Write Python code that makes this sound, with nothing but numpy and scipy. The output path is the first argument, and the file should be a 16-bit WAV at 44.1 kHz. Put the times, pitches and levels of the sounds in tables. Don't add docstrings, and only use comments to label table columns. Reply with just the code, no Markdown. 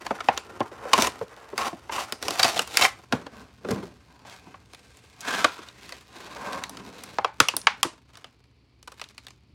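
import sys
import numpy as np
from scipy import signal
from scipy.fft import rfft, irfft, next_fast_len
from scipy.io import wavfile
from scipy.ndimage import uniform_filter1d, map_coordinates

SR = 44100
rng = np.random.default_rng(int(sys.argv[2]) if len(sys.argv) > 2 else 0)


def master(y):
    cut = np.clip(np.atleast_2d(y).T, -1, 1)
    pcm = np.round(cut * 32767)
    wavfile.write(sys.argv[1], SR, pcm.astype(np.int16))


N = 420713
RING = 8192
RING_HZ = np.fft.rfftfreq(RING, 1 / SR)
SNAP_SAMPLES = .01 * SR

# f/Hz, relative level/dB
AIR_SPECTRUM = [(25, -45.5), (43, -27.5), (62, -5), (80, -7.5), (110, -7.5), (150, -20.5), (270, -13),
                (600, -29), (1100, -25.5), (1600, -36), (2300, -25.5), (3600, -32.5), (4500, -26.5),
                (6500, -46.5), (16000, -59)]
# t/s, level/dB
RUMBLE_LEVELS = [(0, -58.5), (1.6, -60), (3.9, -59.5), (5.4, -64), (8.2, -61.5), (8.7, -70.5), (9.5, -57)]
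# f/Hz, level/dB
HUM_PARTIALS = [(62, -68), (120, -67)]
# t/s, attack/s, hold/s, rub level before trim/dB, drumming re rub/dB,
# hiss re rub/dB, low note/Hz, high note/Hz
POUCH_STROKES = [(0.0, 0.01, 0.2, -47, -5, -6.0, 436, 1610.0),
                 (0.228, 0.015, 0.14, -50.5, -4.5, -1.5, 267, 1370.0),
                 (0.367, 0.14, 0.16, -49, -0.5, -11.5, 398, 1390.0),
                 (0.652, 0.22, 0.12, -39, -7.5, -15.5, 465, 1510.0),
                 (0.916, 0.082, 0.064, -28, -7, 0.0, 954, 5690.0),
                 (1.102, 0.02, 0.105, -49.5, -3, -8.0, 265.0, 1250.0),
                 (1.212, 0.11, 0.18, -52.0, -12.5, -24, 465, 1610.0),
                 (1.558, 0.034, 0.088, -30.5, -12.0, -7, 243, 1096),
                 (1.907, 0.017, 0.1, -34.0, -11, -1.5, 1020, 2810.0),
                 (2.041, 0.033, 0.046, -45.0, -16.5, -7.0, 200.0, 1370.0),
                 (2.204, 0.046, 0.071, -40.5, 1, 0.5, 450.0, 5750.0),
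                 (2.3, 0.099, 0.1, -29.5, -16, 0.5, 686.0, 4610.0),
                 (2.495, 0.012, 0.11, -39.5, -6.0, 1.5, 700, 3980.0),
                 (2.674, 0.11, 0.02, -46, 3.5, 11.5, 470, 3820.0),
                 (2.749, 0.087, 0.014, -22.5, -13.5, 1.5, 710, 2150.0)]
SLIDE_STROKES = [(3.114, 0.019, 0.0088, -37.5, 4, -8.5, 453, 1600),
                 (3.227, 0.137, 0.045, -49.5, 1.5, -7, 244, 1560),
                 (3.638, 0.057, 0.042, -38, 9, -8, 186.0, 452.0),
                 (3.774, 0.029, 0.032, -52.5, 11, -2.5, 186.0, 460.0),
                 (4.074, 0.01, 0.16, -59.5, -4.5, -8, 914, 4540),
                 (4.249, 0.027, 0.051, -48.5, -11, 0.0, 730, 3300.0),
                 (4.39, 0.076, 0.051, -56.5, 1, -3, 754.0, 2480.0),
                 (4.661, 0.07, 0.4, -67, -0.5, 7, 480, 8500),
                 (5.218, 0.067, 0.11, -30, -10, -1.5, 1620.0, 3300.0),
                 (5.393, 0.011, 0.25, -49.5, -9, -0.5, 1360, 3400),
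                 (5.681, 0.14, 0.15, -56, 1, 5.5, 361, 1950),
                 (6.065, 0.099, 0.2, -47.5, -4.5, -1.0, 343, 3900.0),
                 (6.273, 0.18, 0.13, -34, -9, -11, 567.0, 1080.0),
                 (6.624, 0.12, 0.15, -49.0, 4, -4.0, 260.0, 944.0),
                 (6.896, 0.052, 0.19, -51.5, 0, 0.5, 490, 3900)]
GRIP_STROKES = [(7.136, 0.017, 0.025, -51, -11, -7), (7.318, 0.048, 0.51, -59.5, 1.5, -1.5),
                (8.052, 0.07, 0.074, -62.5, -6.5, 0), (8.83, 0.13, 0.24, -69, -2, 6.5)]
# f/Hz, width/Hz, gain/dB
PANEL_MODES = [(155, 63, -4.5), (450, 40, 0.5), (727, 50, -0.5), (1070, 310, 1), (1420, 120, 0.5),
               (2150, 210, 0.5), (3160, 960, -2), (4300, 160, -1)]
# f/Hz, relative level/dB
POUCH_SPECTRUM = [(41, -50), (70, -17.5), (385, -9.5), (620, -7.5), (744, -3.5), (815, -2), (977, -4),
                  (1850, -10), (2780, -8.5), (4190, -14), (5620, -14.5), (6750, -16.5), (12200, -26),
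                  (16000, -34.5)]
TRAY_SPECTRUM = [(41, -27.5), (70, -14), (186, 0.5), (483, -5.5), (566, -6.5), (797, -4), (1100, -5),
                 (1370, -7.5), (1610, -7), (1980, -13.5), (2220, -12), (2780, -14.5), (7220, -24),
                 (16000, -41.5)]
SNAP_SPECTRUM = [(40, -35), (110, -13.5), (280, -6), (600, 2.5), (1100, 5.5), (1900, 2), (3200, 2.5),
                 (5500, -2.5), (8000, -8.5), (10500, -14), (13000, -22), (16000, -22)]
TICK_SPECTRUM = [(300, -20.5), (1200, -4), (4000, 4.5), (9000, -9), (16000, -14.5)]
RUMBLE_SPECTRUM = [(35, -38), (60, 2.5), (120, -1.5), (300, -15), (700, -47), (2000, -100)]
# f/Hz, t60/s
ROOM_T60 = [(150, 0.15), (1000, 0.25), (4000, 0.22), (9000, 0.23), (15000, 0.085)]
# t/s, level before trim/dB, tilt/(dB/oct), focus/(dB/oct^2), crease run/s, panel note/Hz
BUCKLES = [(0.0649, -29.5, -1.5, -0.4, 0.0023, 1100), (0.107, -20.5, -8.5, 0.5, 0.0048, 836),
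           (0.186, -39, -7, 3, 0.0028, 1220.0), (0.2046, -28.5, -2, 1, 0.0052, 1280),
           (0.2853, -11, -5.5, 1.5, 0.0018, 826), (0.367, -39, -1, 2.5, 0.008, 2800),
           (0.3757, -27.0, -0.5, -0.7, 0.00042, 2740), (0.6043, -20, -7.5, -1.1, 0.001, 814),
           (0.61, -24, -9, 4.5, 0.0041, 1066), (0.715, -39.5, -6.5, -0.7, 0.0065, 506.0),
           (0.853, -31.5, -16, 3.3, 0.0076, 499), (0.9324, -9.0, -0.5, 0.2, 0.0054, 1060.0),
           (0.978, -21.5, -3, -1.7, 0.0009, 1180.0), (0.983, -17, -5, -1.3, 0.0055, 1003),
           (1.0216, -19.5, 0, -1, 0.0011, 5840), (1.071, -23, -1.9, -1.5, 0.00063, 1040),
           (1.211, -26, -14, 1.5, 0.0059, 470), (1.528, -32.5, -11.5, 0.7, 0.0078, 474.0),
           (1.5784, -24.5, 0.5, -0.6, 0.0014, 1200), (1.613, -29, -0.5, 0.8, 0.0073, 1100),
           (1.727, -32.5, -8.5, -1.3, 0.0078, 710), (1.894, -29, -5.5, 2, 0.0051, 795),
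           (1.98, -24.5, -7.5, 4, 0.0024, 1000), (2.1231, -27, -1.5, -1.8, 0.00047, 5100),
           (2.226, -30.5, -1.2, -1.8, 0.0011, 4200), (2.2821, -23, -2, -0.9, 0.0011, 5800.0),
           (2.3069, -27.0, -2, -2, 0.00054, 4260.0), (2.395, -18.5, -0.7, -0.2, 0.0038, 4130.0),
           (2.4297, -14, 4, 0.8, 0.0046, 4560), (2.444, -16.5, -1.7, -0.8, 0.0062, 723),
           (2.561, -25, -2.5, -1, 0.0098, 656), (2.576, -29, 4, 1, 0.0018, 3710),
           (2.592, -18.5, -0.9, -0.9, 0.0015, 2960), (2.62, -38, 6, -1, 0.00075, 2830),
           (2.674, -38.5, -0.5, -2, 0.0032, 1210.0), (2.771, -14.0, 3, -0.5, 0.00072, 2670),
           (2.8209, -15.5, 2.2, 1, 0.0055, 3400), (2.85, -15.5, 2, 4.5, 0.00063, 2150.0),
           (3.1241, -20, -2.6, 0, 0.0026, 1460), (3.131, -21, -7.5, -1.9, 0.003, 503),
           (3.265, -36.5, -4, -0.1, 0.0027, 480), (3.647, -31, -7.5, -0.2, 0.0045, 450.0),
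           (3.687, -27.5, -6.1, -1.5, 0.00097, 452.0), (3.708, -22, -5, -2.5, 0.0066, 445),
           (3.755, -35, -9, -0.5, 0.0082, 250), (3.828, -36, -8.5, -0.5, 0.0032, 452.0),
           (4.25, -44.5, -5, -0.3, 0.0061, 900), (4.468, -45.5, -10.5, -0.8, 0.0043, 775.0),
           (4.542, -41, -5.5, 4, 0.0037, 746), (4.7341, -45.5, -1.2, -1, 0.00078, 2230.0),
           (4.747, -46, 1.5, -0.2, 0.00076, 2500), (4.9709, -54.5, 0.5, -2, 0.00058, 6730.0),
           (5.2062, -40, 10, 0.8, 0.0084, 6400.0), (5.4438, -11.5, -2.5, 0.03, 0.0042, 1440),
           (5.589, -37.5, -7, -1, 0.0033, 1120), (5.686, -43.5, 7, 2, 0.0014, 3880.0),
           (5.8917, -42.5, 3.5, 0.2, 0.003, 1230), (5.922, -36.5, -0.7, 0.0, 0.0029, 4300.0),
           (6.53, -37.5, 9, 2.5, 0.002, 1080), (6.6373, -30.5, 4, 0.7, 0.00044, 4220.0),
           (6.6946, -38.0, -1, -2.7, 0.0011, 689.0), (6.7699, -41, 3.5, 1, 0.0018, 920),
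           (7.036, -39, 1, -2.1, 0.0023, 947.0), (7.1847, -19.5, -5.5, 1.5, 0.00019, 830),
           (7.2453, -17, -4, 1, 0.0021, 890), (7.4016, -8.5, -0.5, -0.5, 0.0017, 1314),
           (7.4851, -18.5, 3, 0.5, 0.00086, 2800.0), (7.537, -31.5, -10.0, 1, 0.0016, 902),
           (7.5662, -21, 0.5, -2.74, 0.00045, 9880), (7.6152, -43.5, 10.0, 3.5, 0.00017, 5680.0),
           (7.6694, -10.5, 2.8, 3.5, 0.0018, 874), (7.83, -16, 2.5, -0.24, 0.001, 1110),
           (7.847, -26, -8, 0.7, 0.0053, 357), (8.154, -49, 6.5, 2.5, 0.001, 1160.0),
           (8.171, -46.5, 1, -0.5, 0.0032, 1170.0), (8.243, -40.5, -1.4, 0.2, 0.0015, 2910.0),
           (8.44, -64, 1, 0, 0.0005, 4200), (8.8279, -51.5, 0.5, -1.7, 0.0002, 2990),
           (8.8749, -38.0, -1.2, -0.8, 0.0043, 1030), (8.9187, -45.5, -1.5, -1.5, 0.0038, 1230),
           (8.996, -44, 0.6, 0.5, 0.001, 3910.0), (9.0142, -34, -0.5, 0, 0.00232, 2920),
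           (9.0398, -44.0, 10, 2.7, 0.00066, 2530), (9.0878, -53, 10, 1.5, 0.00046, 3900),
           (9.1794, -41.5, 1.3, 0, 0.001, 4210.0), (9.2671, -42.5, 1.5, 0, 0.00083, 3860),
           (9.283, -48.5, 0, -1, 0.001, 2950), (9.305, -50.5, 0.5, -0.1, 0.0023, 6500)]
# t/s, level/dB
TABLE_BLOWS = [(0.986, -41), (2.441, -33), (3.131, -29), (3.721, -23.5), (5.448, -42), (7.405, -27.5),
               (7.849, -40)]
# f/Hz, gain/dB, t60/s
TABLE_MODES = [(74, -7.5, 0.079), (110, 0.5, .08), (144, 1.5, .09), (229, -2, 0.092)]


def amp(db):
    return 10 ** (np.asarray(db) / 20)


def unit(x):
    return x / np.sqrt(np.mean(x ** 2) + 1e-20)


def along(points, hz):
    f, v = np.transpose(points)
    return np.interp(np.log(hz + 1), np.log(f + 1), v)


def wobble(knots_per_s, size):
    at = np.arange(size) * knots_per_s / SR
    coarse = at[::64]
    return np.interp(at, coarse, map_coordinates(rng.standard_normal(int(at[-1]) + 4), [coarse]))


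def filtered(x, response):
    m = next_fast_len(x.shape[-1] + RING)
    return irfft(rfft(x, m) * response(np.fft.rfftfreq(m, 1 / SR)), m)[..., :x.shape[-1]]


def bands(hz, edges_hz):
    below = [1 / (1 + (hz / edge) ** 6) for edge in edges_hz]
    return np.diff([0 * hz] + below + [1 + 0 * hz], axis=0)


def causal(gain):
    cepstrum = irfft(np.log(np.maximum(gain, 1e-6)))
    half = cepstrum.shape[-1] // 2
    cepstrum[..., 1:half] *= 2
    cepstrum[..., half + 1:] = 0
    return np.exp(rfft(cepstrum))


def resonance(hz, centre_hz, q):
    damping = 1j * hz * centre_hz / q
    return damping / (centre_hz ** 2 - hz ** 2 + damping)


def background():
    t = np.arange(N) / SR
    air = unit(filtered(rng.standard_normal(N), lambda hz: amp(along(AIR_SPECTRUM, hz))))
    rumble = unit(filtered(rng.standard_normal(N), lambda hz: amp(along(RUMBLE_SPECTRUM, hz))))
    hum = np.zeros(N)
    for hz, db in HUM_PARTIALS:
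        peak = np.sqrt(2) * amp(db + 2.7 * wobble(42, N))
        hum += peak * np.sin(2 * np.pi * hz * t + 0.73 * wobble(18, N))
    rumble_db = np.interp(t, *np.transpose(RUMBLE_LEVELS)) + 2.5 * wobble(2.8, N)
    return amp(-65) * air + amp(rumble_db) * rumble + hum


def pressure(span_s, strokes, rest_db, release_db_per_s):
    t = np.arange(*span_s, .002)
    swell_db = 18.5
    power = np.outer(amp(rest_db) ** 2, np.ones_like(t))
    for start_s, attack_s, hold_s, db, drumming_db, hiss_db, *_ in strokes:
        attack_left = np.maximum(1 - (t - start_s) / attack_s, 0)
        released_s = np.maximum(t - start_s - attack_s - hold_s, 0)
        envelope = amp(db - swell_db * attack_left - release_db_per_s * released_s)
        power += np.outer(amp([drumming_db, 0, hiss_db]), envelope) ** 2
    return np.column_stack([t, *(10 * np.log10(power))])


def bending_waves(direct_s, detour_max_s, echo_db, t60_s, paths=14):
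    slowness = np.sqrt(1000 / np.maximum(RING_HZ, 1))
    detour_s = detour_max_s * (np.arange(paths) + rng.random(paths)) / paths
    gain = amp(echo_db) * rng.choice([-1, 1], paths)
    detour_s[0], gain[0] = 0, 1
    phase_delay_s = 2 * (direct_s + detour_s)[:, None] * slowness
    loss = amp(-60 * detour_s / t60_s)
    return (gain * loss) @ np.exp(-2j * np.pi * RING_HZ * phase_delay_s)


def panels(hz):
    return amp(sum(db / (1 + (2 * (hz - centre) / width) ** 2) for centre, width, db in PANEL_MODES))


def span_notes(rubbing, t, strokes):
    out = rubbing.copy()
    for start_s, attack_s, hold_s, _, _, _, *notes_hz in strokes:
        end_s = start_s + attack_s + hold_s
        gate = np.clip(np.minimum(t - start_s, end_s - t) / .02 + .5, 0, 1)
        near = (t > start_s - .02) & (t < end_s + .05)
        for note_hz, lift_db in zip(notes_hz, (8, 5)):
            note = filtered((rubbing * gate)[near], lambda hz: resonance(hz, note_hz, q=10))
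            out[near] += (amp(lift_db) - 1) * note
    return out


def scrape(contact, strokes, spectrum, slips_per_s, spread_db, judder_db, trim_db, spots=6):
    times_s, *levels_db = np.transpose(contact)
    first, last = int(times_s[0] * SR), min(int(times_s[-1] * SR), N)
    size = last - first
    t = np.arange(first, last) / SR
    judder = amp(judder_db * wobble(70, size))
    ringing = np.zeros(size)
    for _ in range(spots):
        slips = rng.random(size) < slips_per_s / spots / SR
        force = amp(spread_db * np.minimum(rng.standard_normal(size), 2.6)) * rng.choice([-1, 1], size)
        waves = bending_waves(direct_s=0.001157, detour_max_s=.024, echo_db=-5, t60_s=0.073)
        response = unit(irfft(waves)[:RING // 2])
        wander = amp(3.6 * wobble(6, size))
        ringing += signal.fftconvolve(slips * force * judder * wander, response)[:size]
    parts = filtered(span_notes(ringing, t, strokes),
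                     lambda hz: amp(along(spectrum, hz)) * panels(hz) * bands(hz, [500, 2000]))
    out = np.zeros(N)
    for part, db in zip(parts, levels_db):
        running_rms = np.sqrt(np.abs(uniform_filter1d(part ** 2, size=SR // 14)) + 1e-12)
        out[first:last] += part / running_rms * amp(np.interp(t, times_s, db) + trim_db)
    return out


def catches(contact, per_s, spread_db, offset_db):
    times_s, _, _, hiss_db = np.transpose(contact)
    length_s = times_s[-1] - times_s[0]
    colour = causal(amp(along(TICK_SPECTRUM, RING_HZ)))
    out = np.zeros(N + RING)
    for when, strength in rng.random((int(per_s * length_s), 2)):
        at_s = times_s[0] + when * length_s
        waves = bending_waves(direct_s=.001, detour_max_s=0.0075, echo_db=-9, t60_s=.03, paths=5)
        tick = irfft(colour * waves)
        db = min(np.interp(at_s, times_s, hiss_db), -45) + offset_db + spread_db * strength ** 2
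        out[int(at_s * SR):][:RING] += np.sqrt(SNAP_SAMPLES) * amp(db) * tick / np.linalg.norm(tick)
    return out[:N]


def room(x, tails=3, dwell_s=.35, onset_s=0.0036):
    out = np.zeros(N)
    active = (np.arange(N) / SR / dwell_s).astype(int) % tails
    for k in range(tails):
        hz, t, noise = signal.stft(rng.standard_normal(SR // 2), SR, nperseg=256)
        decay = amp(-60 * t / along(ROOM_T60, hz)[:, None])
        tail = signal.istft(noise * decay, SR, nperseg=256)[1]
        tail *= 1 - np.exp(-(np.arange(len(tail)) / SR / onset_s) ** 2)
        share = uniform_filter1d((active == k) * 1., size=512)
        out += signal.fftconvolve(x * np.sqrt(np.abs(share)), tail / np.linalg.norm(tail))[:N]
    return out


def crease(run_s, later_db=-5, jumps=9):
    at_s = run_s * (np.arange(jumps) + rng.random(jumps)) / jumps
    gain = amp(later_db) * rng.standard_normal(jumps)
    at_s[0], gain[0] = 0, 1
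    return gain @ np.exp(-2j * np.pi * RING_HZ * at_s[:, None])


def snaps():
    hz = RING_HZ
    lead = RING // 32
    tone = amp(along(SNAP_SPECTRUM, hz)) * panels(hz)
    split = bands(hz, [550, 1800, 6000]) * np.exp(-2j * np.pi * hz * lead / SR)
    trim_db = np.array([-0.3, -1.6, -0.4, -1.4])
    octaves = np.log2(np.clip(hz, 250, 11000) / 1500)
    out = np.zeros((2, N + 2 * RING))
    for at_s, db, tilt_db, focus_db, run_s, panel_hz in BUCKLES:
        slant = amp(tilt_db * octaves - focus_db * octaves ** 2)
        note = 1 + amp(4) * resonance(hz, panel_hz, q=panel_hz / (90 + panel_hz / 12))
        colour = causal(tone * slant / slant.max()) * note * split
        shares = np.linalg.norm(colour, axis=1) / np.linalg.norm(colour)
        direct = crease(run_s)
        direct *= bending_waves(direct_s=0.001845, detour_max_s=.024, echo_db=-1.5, t60_s=0.041)
        shell = 1 + amp(-0.5) * sum(resonance(hz, panel_hz * ratio, q=20) for ratio in (0.94, 1.7, 2.6))
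        parts = irfft(np.array([direct, shell])[:, None] * colour)
        parts /= np.linalg.norm(parts, axis=-1, keepdims=True)
        start = round((at_s - .0002) * SR)
        out[:, start:start + RING] += np.sqrt(SNAP_SAMPLES) * (amp(db + trim_db) * shares) @ parts
    return out[:, lead:lead + N]


def thumps(onset_s=0.0024):
    t = np.arange(RING) / SR
    ring = sum((-1) ** k * amp(db - 60 * t / t60_s) * np.sin(2 * np.pi * hz * t)
               for k, (hz, db, t60_s) in enumerate(TABLE_MODES))
    ring *= 1 - np.exp(-t / onset_s)
    out = np.zeros(N + RING)
    for at_s, db in TABLE_BLOWS:
        out[round(at_s * SR):][:RING] += amp(db) * ring
    return out[:N]


def scene():
    cracks, radiated = snaps()
    tug = pressure((0, 3.05), POUCH_STROKES, rest_db=(-59, -56.5, -61), release_db_per_s=530)
    slide = pressure((3.05, 7.18), SLIDE_STROKES, rest_db=(-65.5, -66, -65.5), release_db_per_s=150)
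    grip = pressure((7.18, 9.54), GRIP_STROKES, rest_db=(-71.5, -83.5, -83), release_db_per_s=81)
    rubs = scrape(tug, POUCH_STROKES, POUCH_SPECTRUM,
                  slips_per_s=2600, spread_db=4, judder_db=3, trim_db=-0.42)
    rubs += scrape(slide, SLIDE_STROKES, TRAY_SPECTRUM,
                   slips_per_s=5000, spread_db=4.5, judder_db=2, trim_db=-1.8)
    rubs += scrape(grip, GRIP_STROKES, TRAY_SPECTRUM,
                   slips_per_s=560, spread_db=2.5, judder_db=5, trim_db=0)
    rubs += catches(tug, per_s=32, spread_db=10.5, offset_db=-6.5)
    rubs += catches(slide, per_s=50, spread_db=9, offset_db=-9)
    rubs += catches(grip, per_s=30, spread_db=9.5, offset_db=-5.5)
    reverb = room(amp(-14.5) * radiated + amp(-15) * rubs)
    return (cracks + rubs + thumps() + reverb + background())[None]


def record(dry):
    low_hz, top_hz, ceiling = 44, 16100, .95
    lean = signal.sosfilt(signal.butter(4, low_hz, "highpass", fs=SR, output="sos"), dry)
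    rounded = lean / (1 + np.abs(lean / ceiling) ** 6) ** (1 / 6)
    return filtered(rounded, lambda hz: 1 / (1 + (hz / top_hz) ** 120))


dry = scene()
out = record(dry)
master(out)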